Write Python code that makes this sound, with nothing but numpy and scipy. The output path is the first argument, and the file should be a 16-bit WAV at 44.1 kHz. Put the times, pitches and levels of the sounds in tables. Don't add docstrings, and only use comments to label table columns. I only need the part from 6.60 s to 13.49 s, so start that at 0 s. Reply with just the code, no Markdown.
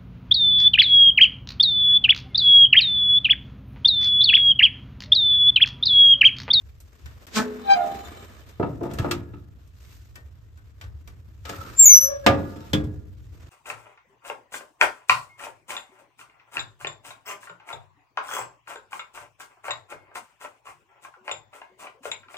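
import sys
import numpy as np
from scipy import signal
from scipy.io import wavfile
from scipy.ndimage import uniform_filter1d

SR = 44100
rng = np.random.default_rng(int(sys.argv[2]) if len(sys.argv) > 2 else 0)


def int16_out(signal):
    q = np.round(np.clip(np.atleast_2d(signal).T, -1, 1) * 32767)
    wavfile.write(sys.argv[1], SR, q.astype(np.int16))


N = 303929
TIME = np.arange(N) / SR
CONTACT_S = .002


def undb(db):
    return 10 ** (np.asarray(db) / 20)


def rms_one(x):
    return x / np.sqrt(np.mean(x ** 2) + 1e-20)


def at_hz(points, hz):
    points = np.array(points)
    return np.interp(np.log(hz), np.log(points[:, 0]), points[:, 1])


def swell(t, peak_s, hold_s, growth, fall):
    rising = -abs(growth) * np.maximum(peak_s - t, 0)
    falling = -abs(fall) * np.maximum(t - peak_s - hold_s, 0)
    return rising + falling


def summed(levels_db):
    return 10 * np.log10(sum(undb(db) ** 2 for db in levels_db) + 1e-30)


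def drift(rate_hz, size):
    knots = rng.standard_normal(int(size / SR * 400) + 2)
    r = np.exp(-2 * np.pi * min(rate_hz, 190) / 400)
    wander = rms_one(signal.detrend(signal.lfilter([1], [1, -r], knots)))
    return np.interp(np.arange(size) * 400 / SR, np.arange(len(knots)), wander)


def band_noise(low_hz, high_hz, order, white):
    return signal.sosfilt(signal.butter(order, [low_hz, high_hz], "band", fs=SR, output="sos"), white)


def add_note(out, note, side, orders, bend, ring_db, ring_fall, faster, linger_s,
             wobble, flutter_db, slide=0, rasp=0):
    peak_s, hold_s, pitch_hz, level_db, growth, fall = note
    span = slice(int(peak_s * SR) - SR // 6, int(peak_s * SR) + SR // 2)
    t = TIME[span]
    driven = swell(t, peak_s, hold_s, growth, fall)
    hz = pitch_hz * (1 + bend * np.maximum(driven, ring_db) + wobble * drift(82, len(t)))
    slide_lead_s = .025
    hz += slide * np.clip(t - peak_s, -slide_lead_s, hold_s + slide_lead_s)
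    phase = 2 * np.pi * np.cumsum(hz) / SR
    fade = np.clip(np.minimum(t - t[0], t[-1] - t) / .03, 0, 1)
    pan_db, lead, lead_step = side
    for k, order_db in orders:
        if k == 1:
            shape = summed([driven, ring_db + swell(t, peak_s, hold_s, growth, ring_fall)])
        else:
            extra = faster * (k - 1)
            shape = swell(t, peak_s, hold_s + linger_s, growth + extra, fall + extra)
        flutter = flutter_db * np.sqrt(k) * drift(42, len(t))
        level = level_db + order_db + uniform_filter1d(shape, size=120) + flutter
        gain = np.sqrt(2) * fade * undb(level)
        gain *= 1 + rasp * k * drift(190, len(t))
        turn = (lead + lead_step * (k - 1)) / 2
        out[0, span] += gain * undb(pan_db / 2 / k) * np.sin(k * phase + turn)
        out[1, span] += gain * undb(-pan_db / 2 / k) * np.sin(k * phase - turn)


# (peak time [s], hold [s], pitch [Hz], level [dB rms],
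# level of the octave above [dB], growth [dB/s], fall [dB/s], pitch slide [Hz/s])
SQUEALS = [(5.197, .006, 7440, -6, -17, 1350, 1800, 3000), (5.21, .037, 7440, -8, -17, 2500, 1300, -3000),
           (5.256, .027, 6750, -5.5, -12.5, 5000, 2500, 800), (5.292, .036, 6185, -7, -16, 4000, 350, -500),
           (5.334, .048, 5920, -10.5, -11, 3500, 900, 200), (5.41, .04, 5940, -19.5, -3.5, 1900, 280, 100)]
# (left over right [dB], left phase lead [rad], further lead per multiple [rad])
SQUEAL_SIDES = [(4, -.3, -1.1), (1, .05, -1.2), (2, -.1, .01), (3.5, -2.3, 3.3), (2, -1.7, 3.1),
                (4, -1.5, 3)]


def squeal():
    out = np.zeros((2, N))
    for (s, hold_s, hz, db, octave_db, growth, fall, slide), side in zip(SQUEALS, SQUEAL_SIDES):
        add_note(out, (s, hold_s, hz, db, growth, fall), side, [(1, 0), (2, octave_db)],
                 bend=.0006, ring_db=-24, ring_fall=330, faster=220, linger_s=.001,
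                 wobble=.003, flutter_db=1, slide=slide, rasp=.08)
    return out


# (peak time [s], hold [s], pitch [Hz], level [dB rms],
# shift of the multiples [dB], fall [dB/s], pitch slide [Hz/s])
GROANS = [(1.106, .02, 791, -8.5, 2.5, 600, -120), (1.19, .02, 787, -26, -15, 115, -60),
          (1.17, .035, 717, -23, 3, 130, -300), (1.21, .035, 628, -33, -5, 170, -120),
          (5.44, .1, 548, -31.5, 5, 150, 30), (5.5, .04, 578, -35, 5, 180, -30),
          (5.645, .01, 550, -38, 12, 600, 30)]
# (multiple of the pitch, level against the note before that shift and the dulling [dB])
GROAN_ORDERS = [(2, -23), (3, -22), (4, -30), (5, -32), (6, -29), (7, -37), (8, -43), (9, -45), (10, -51)]
GROAN_DULLING = (-.3, -2, -9, -4, -3, -5, -3)
# (left over right [dB], left phase lead [rad], further lead per multiple [rad])
GROAN_SIDES = [(4, -2.4, 2.2), (-4, -.4, .7), (-6, .8, .1), (-10, -.6, .1), (2, 2.4, .1), (-2, 1, .1),
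               (.1, -.2, 3)]


def groans():
    out = np.zeros((2, N))
    for groan, side, dull_db in zip(GROANS, GROAN_SIDES, GROAN_DULLING):
        s, hold_s, hz, db, overtones_db, fall, slide = groan
        orders = [(1, 0)]
        orders += [(k, order_db + overtones_db + (k - 2) * dull_db) for k, order_db in GROAN_ORDERS]
        add_note(out, (s, hold_s, hz, db, 620, fall), side, orders,
                 bend=-.0003, ring_db=-30, ring_fall=120, faster=100, linger_s=.015,
                 wobble=.004, flutter_db=1.2, slide=slide, rasp=.1)
    return out


# (peak time [s], hold [s], pitch [Hz], level [dB rms], growth [dB/s], fall [dB/s])
JUDDER = (.772, .02, 216, -22.5, 1100, 400)
# (multiple of the pitch, level against the judder's [dB])
JUDDER_ORDERS = [(1, 0.5), (2, -8), (3, -16), (4, -11.5), (5, -10.5), (6, -13), (7, -10.5), (8, -14.5),
                 (9, -42), (10, -41), (11, -20)]
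# (left over right [dB], left phase lead [rad], further lead per multiple [rad])
JUDDER_SIDE = (0.13, -.87, .1)


def judder():
    out = np.zeros((2, N))
    add_note(out, JUDDER, JUDDER_SIDE, JUDDER_ORDERS,
             bend=-.0004, ring_db=-18, ring_fall=60, faster=20, linger_s=.01, wobble=.0068, flutter_db=2.0)
    return out


# (peak time [s], pitch [Hz], level [dB rms], growth [dB/s], fall [dB/s])
PLAIN_TONES = [(5.336, 5636, -22, 2000, 340), (5.44, 6480, -40, 400, 300), (5.46, 5411, -42, 250, 260),
               (5.3, 2216, -32, 300, 230), (5.3, 7425, -36, 300, 500), (5.368, 12127, -28, 300, 900),
               (5.292, 8404, -37, 4000, 380), (5.466, 11365, -46, 370, 650), (.865, 426, -31, 500, 90),
               (.8, 246, -30, 600, 80), (5.292, 8950, -46, 4000, 600), (1.13, 1250, -48, 200, 60)]
# (left over right [dB], left phase lead [rad], unused lead per multiple [rad])
PLAIN_TONE_SIDES = [(2.1, -1.1, 0), (2.1, -1.1, 0), (2.1, -1.1, 0), (2.1, -0.72, 0), (3, -0.44, 0),
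                    (0, 0.066, 0), (0, .5, 0), (0, 0.21, 0), (.5, -0.43, 0), (0.5, -0.71, 0), (0, .5, 0),
                    (0, .5, 0)]


def plain_tones():
    out = np.zeros((2, N))
    for (s, hz, db, growth, fall), side in zip(PLAIN_TONES, PLAIN_TONE_SIDES):
        add_note(out, (s, 0, hz, db, growth, fall), side, [(1, 0)],
                 bend=.0001, ring_db=-40, ring_fall=300, faster=0, linger_s=0, wobble=.002, flutter_db=2)
    return out


# (time [s], level [dB rms], fall [dB/s])
SLIPS = [(5.198, -42, 900), (5.256, -39, 1200), (5.292, -38, 400), (5.334, -40, 300)]


def slips():
    rasp = rms_one(band_noise(4300, 7000, 4, rng.standard_normal(N)))
    return rasp * undb(summed([db + swell(TIME, s, 0, 4000, fall) for s, db, fall in SLIPS]))


# thud, body, clank, tick [Hz]
BLOW_BANDS_HZ = (150, 650, 3000, 9000)


def strikes(blows, hz):
    s, clank, thud, body, tick, pan_db = np.transpose(blows)
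    levels = np.transpose([thud, body, clank, tick])
    level_db = np.array([at_hz(list(zip(BLOW_BANDS_HZ, row)), hz) for row in levels])
    clicks = np.full((2, N), 1e-18)
    clicks[:, (s * SR).astype(int)] = undb(level_db + np.outer([.5, -.5], pan_db))
    return clicks


def ringing(blows, modes, level_db, shorten, spread_db):
    out = np.zeros((2, N))
    at = (np.array(blows)[:, 0] * SR).astype(int)
    for hz, mode_db, t60 in modes:
        clicks = strikes(blows, hz) * undb(level_db + .5 * mode_db)
        clicks[:, at] *= undb(rng.normal(0, spread_db, len(at))) * rng.choice([-1, 1], len(at))
        r, w = undb(-60 / (shorten * t60 * SR)), 2 * np.pi * hz / SR
        ring = signal.lfilter([0, np.sin(w)], [1, -2 * r * np.cos(w), r * r], clicks + 1e-18)
        soft = np.exp(-1 / (CONTACT_S * SR))
        ring = signal.lfilter([1 - soft], [1, -2 * soft * np.cos(w), soft * soft], ring) * 2 * np.sin(w)
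        lag = rng.integers(0, 16)
        out[0] += ring[0]
        out[1, lag:] += ring[1, :N - lag]
    return out


# (time [s], clank 1.5-6 kHz [dB], thud 60-300 Hz [dB],
# body 0.3-1.5 kHz [dB], tick 6-15 kHz [dB], left over right [dB])
OVEN_BLOWS = [(1.9976, -62, -19, -18, -89, -2), (2.0264, -40, -20.5, -21.5, -114, 3),
              (2.2096, -88.5, -28.5, -22, -76, 0), (2.2316, -51.5, -31.5, -30, -48, 1.5),
              (2.2524, -60, -34, -25, -56.5, 3.5), (2.3116, -45.5, -28.5, -54, -49.5, 2),
              (2.3347, -49.5, -48.5, -53.5, -36, 1), (2.3856, -30.5, -24, -34, -35.5, 0.5),
              (2.4435, -45, -24, -20, -61, 1), (2.5105, -20.5, -24, -31, -24, 0.5),
              (2.7353, -53, -32, -50, -105, -0.5)]
# (pitch [Hz], relative level, halved in use [dB], 60 dB decay before shortening [s])
OVEN_MODES = [(112.3, -7, 1.0), (286.9, 10, 0.82), (348, 14, 0.65), (387, -5.5, 0.41), (427, 3, 0.16),
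              (684.7, -4, .5), (877, 9, 0.29), (943, 5, 0.36), (990, -33, 0.16), (1174, 2.5, 0.19),
              (1243, 15.5, 0.29), (1303, 20, 0.33), (1403, 29.5, 0.088), (1674, 5, 0.18), (2331, 8, 0.11),
              (2680, 14, 0.09), (3370, 0.1, 0.15), (4274, 12, 0.09), (5600, -18, 0.17), (7300, -7.5, 0.14)]


def oven_door():
    return ringing(OVEN_BLOWS, OVEN_MODES, level_db=-12.0, shorten=0.64, spread_db=2.5)


# (time [s], clank 1.5-6 kHz [dB], thud 60-300 Hz [dB],
# body 0.3-1.5 kHz [dB], tick 6-15 kHz [dB], left over right [dB])
FIREBOX_BLOWS = [(4.852, -33, -55, -45, -43.5, 5.5), (4.8929, -31, -42.5, -33.5, -35.5, 2),
                 (5.663, -8, -15, -7.5, -20.5, -1), (5.667, -12, -12, -12, -42.5, 1)]
# (pitch [Hz], relative level, halved in use [dB], 60 dB decay before shortening [s])
FIREBOX_MODES = [(89.7, -11, 1.2), (223.8, -4, 0.6), (294, 1.5, 0.98), (395, -20, 1.0), (549, 0, 0.61),
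                 (700, 4.5, 0.3), (770, -11.5, 0.46), (882, -2.5, 0.15), (1204, -0.5, 0.3),
                 (1421, -12, 0.2), (1452, -19.5, 0.29), (1663, -32.5, 0.4), (1680, -7.5, 0.28),
                 (1943, -13, 0.19), (2380, -17.5, 0.18), (2482, -21, 0.19), (3020, -5.5, 0.04),
                 (2898, -29, 0.2), (3025, -17.5, 0.19), (3130, -18.5, 0.088)]


def firebox_door():
    return ringing(FIREBOX_BLOWS, FIREBOX_MODES, level_db=-7.5, shorten=0.66, spread_db=1.0)


# (time [s], clank 1.5-6 kHz [dB], thud 60-300 Hz [dB],
# body 0.3-1.5 kHz [dB], tick 6-15 kHz [dB], left over right [dB])
LATCH_BLOWS = [(5.9593, -57.5, -37.5, -48, -67.5, -1.0), (6.1324, -19, -13, -24.5, -26.5, 0.5),
               (6.2393, -55.5, -32, -49, -53, -1.0)]
# (pitch [Hz], relative level, halved in use [dB], 60 dB decay before shortening [s])
LATCH_MODES = [(91.8, -5, 1.3), (221.3, -13.5, 0.59), (302, 12, 0.6), (425, -8, .8), (527, 7, 0.53),
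               (1194, -23, 0.41), (1404, -13, 0.21), (1662, -16, 0.41), (2170, -49, 0.55),
               (3130, 10, 0.089), (3262, -4, 0.08), (3380, 5, 0.17), (3500, 5, 0.15)]


def latch():
    return ringing(LATCH_BLOWS, LATCH_MODES, level_db=-6.0, shorten=0.76, spread_db=1.0)


# (time [s], clank 1.5-6 kHz [dB], thud 60-300 Hz [dB],
# body 0.3-1.5 kHz [dB], tick 6-15 kHz [dB], left over right [dB])
TICKS = [(0.2023, -60, -78, -74, -40, 1), (0.4577, -44.5, -109, -51, -45, 4),
         (0.5395, -66, -93, -61, -70, -3), (0.6669, -43.5, -61, -59, -40, 2.5),
         (1.889, -58, -74, -58, -53, 7), (3.0744, -74.5, -78.5, -88.5, -56.5, 4.5),
         (3.5557, -43.5, -54, -45.5, -39.5, 2.5), (3.9735, -62, -74, -63, -56, 4),
         (4.2118, -36, -64, -46, -42, 1.5), (4.2385, -48, -60, -52, -52, 1),
         (4.4745, -44.5, -56, -50, -43, 3)]
# (pitch [Hz], relative level, halved in use [dB], 60 dB decay before shortening [s])
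TICK_MODES = [(700, -10, .15), (1174, -4, .2), (1523, 10, .26), (1846, 4, .3), (2331, -3, .13),
              (2620, 3, .1), (3128, 3, .11), (5771, -20, .08)]


def stove_ticks():
    return ringing(TICKS, TICK_MODES, level_db=-10.0, shorten=0.7, spread_db=4.0)


# (time [s], pitch [Hz], peak level [dB], half length [s])
THUMPS = [(2.403, 110, -15, .007), (4.248, 100, -39, .01), (4.288, 105, -36, .016), (4.995, 95, -31, .01)]


def thumps():
    out = np.zeros(N)
    for s, hz, db, half_s in THUMPS:
        bell = np.exp(-((TIME - s) / half_s) ** 2)
        out += undb(db) * bell * np.cos(2 * np.pi * hz * (TIME - s))
    return out


def dying(clicks, t60, rise_s):
    rise = np.exp(-1 / (rise_s * SR))
    fall = signal.lfilter([1], [1, -undb(-120 / (t60 * SR))], clicks ** 2 + 1e-18)
    return np.sqrt(signal.lfilter([1 - rise], [1, -rise], fall))


BAND_EDGES_HZ = 30 * 2 ** np.arange(0, 9.1, .5)
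CENTRES_HZ = np.sqrt(BAND_EDGES_HZ[:-1] * BAND_EDGES_HZ[1:])
# (frequency [Hz], 60 dB decay, shortened for the ticks [s])
BLOW_DECAY = [(60, 0.66), (160, 0.73), (420, 0.56), (1100, 0.31), (2910, 0.18), (7680, 0.13)]


def blow_noise():
    blows = OVEN_BLOWS + FIREBOX_BLOWS + LATCH_BLOWS
    for hz, width in zip(CENTRES_HZ, np.diff(BAND_EDGES_HZ)):
        t60, rise_s = at_hz(BLOW_DECAY, hz), 1.3 / hz + .5 * CONTACT_S
        hits, ticks = strikes(blows, hz), strikes(TICKS, hz)
        struck = undb(-7.5) * dying(hits, t60, rise_s)
        struck += undb(-2.5) * dying(hits, .04, rise_s)
        struck += 0.65 * dying(ticks, 0.02, rise_s)
        struck += undb(-8.5) * dying(ticks, .9 * t60, rise_s)
        ends = min(hz / 110, 1) ** 4.5 * min(8000 / hz, 1) ** 0.83
        yield struck * np.sqrt(SR / 2 / width) * undb(-9.0) * ends


# (peak time [s], hold [s], relative level [dB], growth [dB/s], fall [dB/s])
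JUDDER_HISSES = ((.762, .02, -24, 800, 400), (.764, .042, -30, 750, 250))


def judder_hiss():
    high, low = [undb(db + swell(TIME, s, hold, up, down)) for s, hold, db, up, down in JUDDER_HISSES]
    for hz in CENTRES_HZ:
        treble = 1.7 * high * (hz > 2000) * min(6000 / hz, 1) ** 2.5
        yield treble + 2.04 * low * (400 < hz < 2000)


# (peak time [s], hold [s], relative level 0.4-2 kHz [dB],
# relative level 2.5-9 kHz [dB], growth [dB/s], fall [dB/s]); the treble grows and falls less
RUB = [(.79, .01, -38, -65, 230, 70), (1.2, .1, -41, -57.5, 30, 30), (2.44, .04, -39, -63.5, 90, 180),
       (3.28, .04, -63, -63, 150, 100), (4.9, .2, -48.5, -57.5, 400, 50), (5.29, .06, -48, -62, 200, 60),
       (5.9, .2, -56, -64, 30, 100), (6.8, .1, -61, -71, 60, 40)]
# (frequency [Hz], relative level [dB per Hz])
RUB_COLOUR = [(120, -29), (200, -9), (385, -9), (640, -14), (701, -22), (1070, -13.5), (1260, -11.5),
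              (1510, -15), (1650, -13), (8170, -17), (10200, -30.5), (12200, -17.5), (15400, -30.5)]


def rubbing():
    low_db, high_db = [-68], [-77.5]
    for s, hold, low, high, up, down in RUB:
        stroke = swell(TIME, s, hold, up, down)
        low_db.append(low + stroke)
        high_db.append(high + .6 * stroke)
    low_db, high_db = summed(low_db), summed(high_db)
    grain_db = 2.5 * drift(30, N)
    for hz in CENTRES_HZ:
        bright = np.clip(np.log(hz / 900) / np.log(4500 / 900), 0, 1)
        level_db = low_db + bright * (high_db - low_db) + at_hz(RUB_COLOUR, hz) + 25
        yield undb(level_db + 1.2 * drift(6.2, N) + grain_db)


def rub_tones(peaks, strokes, end_s):
    span = slice(int(end_s * SR) - 3 * SR // 2, int(end_s * SR))
    t, out, modes = TIME[span], np.zeros((2, N)), 0
    white = rng.standard_normal((2, len(t))) * undb(4.0 * drift(60, len(t)))
    for hz, width, peak_db, best_s, fading in peaks:
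        r = np.exp(-np.pi * width / SR)
        mode = [1 - r, 0, r - 1, 1, -2 * r * np.cos(2 * np.pi * hz / SR), r * r]
        level_db = peak_db + swell(t, best_s, 0, fading, fading) + 3.0 * drift(6, len(t))
        modes = modes + undb(level_db) * signal.sosfilt([mode, mode], white)
    level_db = summed([db + swell(t, s, hold, up, down) for s, hold, db, up, down in strokes])
    out[:, span] = rms_one(modes) * undb(level_db)
    return out


# (pitch [Hz], width of one pass [Hz], relative level [dB],
# time when strongest [s], fading before and after [dB/s])
OVEN_SING = [(1230, 110, -4.5, 1.3, 5), (1720, 42, -2, 1.45, 15), (2290, 85, -3, 1.5, 25),
             (3060, 60, -6, 1.5, 15), (3620, 90, -5, 1.4, 10), (4000, 200, -9, 1.35, 20),
             (6980, 170, -8, 1.42, 70), (7550, 250, -14, 1.6, 50), (8300, 350, -15, 1.58, 60)]
# (peak time [s], hold [s], level [dB], growth [dB/s], fall [dB/s])
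OVEN_SING_DB = [(1.05, .02, -48.5, 150, 16)]


def oven_singing():
    return rub_tones(OVEN_SING, OVEN_SING_DB, end_s=1.995)


# (pitch [Hz], width of one pass [Hz],
# relative level [dB], time when strongest [s], fading before and after [dB/s])
FIREBOX_SING = [(900, 24, -1, 5.4, 3), (1310, 160, 3, 5.0, 6), (2560, 39, -16.5, 5.5, 3),
                (3760, 97, -17.5, 5.5, 3), (5190, 47, -12, 5.93, 10), (6260, 94, -21.5, 5.5, 3),
                (7400, 60, -12, 5.85, 60), (8210, 61, -12, 5.1, 30), (8740, 120, -22, 5.1, 30)]
# (peak time [s], hold [s], level [dB], growth [dB/s], fall [dB/s])
FIREBOX_SING_DB = [(4.86, .01, -44, 1400, 24), (5.95, .15, -52, 25, 600)]


def firebox_singing():
    return rub_tones(FIREBOX_SING, FIREBOX_SING_DB, end_s=6.14)


# (peak time [s], relative level [dB], fall [dB/s])
RUMBLE = [(.07, -44, 30), (.46, -38, 110), (1.33, -47, 2.5), (2.01, -41, 30), (2.4, -33, 30),
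          (3.45, -48, 3), (4.28, -39, 25), (4.65, -45, 4), (5.7, -32, 120), (6.16, -34, 22),
          (6.6, -45, 1.5)]
# (frequency [Hz], relative level [dB per Hz])
RUMBLE_COLOUR = [(15, -42), (25, -24), (81, 8), (123, -10), (190, -41.5), (292, -33.5), (370, -35.5),
                 (420, -50.5), (500, -34), (650, -64), (1100, -120)]


def low_rumble():
    levels = [-52 + 1.5 * drift(2.5, N)]
    levels += [db + swell(TIME, s, 0, 200, down) for s, db, down in RUMBLE]
    level_db = summed(levels)
    for hz in CENTRES_HZ:
        yield undb(level_db + at_hz(RUMBLE_COLOUR, min(hz, 500)) + 22) * (hz < 500)


# (frequency [Hz], likeness [0-1])
LIKENESS = [(60, .7), (200, 1), (500, 0.29), (1200, 0.067), (5000, .15), (12000, .6)]


def noise_bands():
    white = rng.standard_normal((2, 2, N))
    for k, (low, high) in enumerate(zip(BAND_EDGES_HZ, BAND_EDGES_HZ[1:])):
        mid, side = band_noise(low, high, 2, white[k % 2])
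        alike = np.clip(at_hz(LIKENESS, CENTRES_HZ[k]), 0, 1)
        yield np.sqrt((1 + alike) / 2) * mid + np.sqrt((1 - alike) / 2) * side * [[1], [-1]]


def noises():
    out = np.zeros((2, N))
    sources = zip(noise_bands(), rubbing(), low_rumble(), judder_hiss(), blow_noise())
    for band, rub, rumble, hiss, struck in sources:
        out += band * (rub + rumble + hiss + struck)
    return out


def kitchen(x):
    low_t60_s, treble_t60_s = 1, 0.097
    t = np.arange(SR) / SR
    low, high = rng.standard_normal((2, 2, SR)) * (t > .006)
    low = signal.sosfilt(signal.butter(8, 2000, "low", fs=SR, output="sos"), low)
    high = signal.sosfilt(signal.butter(2, 2000, "high", fs=SR, output="sos"), high)
    echo = low * undb(-60 * t / low_t60_s) / np.sqrt(low_t60_s)
    echo += high * undb(-60 * t / treble_t60_s + 8.0) / np.sqrt(treble_t60_s)
    return undb(-17.5) * np.sqrt(6 * np.log(10) / SR) * signal.fftconvolve(x, echo, axes=1)[:, :N]


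def scene():
    hinges = judder() + groans() + squeal() + plain_tones() + slips()
    iron = hinges + oven_door() + firebox_door() + latch() + stove_ticks() + thumps()
    return iron + kitchen(iron) + noises() + oven_singing() + firebox_singing()


def band_limit(x):
    return signal.sosfilt(signal.butter(12, 15590, fs=SR, output="sos"), x)


def record(dry):
    x = np.clip(dry, -1.05, 1.05)
    x = signal.sosfilt(signal.butter(4, [9200, 11100], "bandstop", fs=SR, output="sos"), x)
    x = signal.sosfilt(signal.cheby2(10, 50, 16000, fs=SR, output="sos"), x)
    x = x * np.interp(TIME, [.658, .660, .666, .667], [1, .05, .05, 1])
    return band_limit(np.clip(x, -1, 1))


dry = scene()
out = record(dry)
int16_out(out)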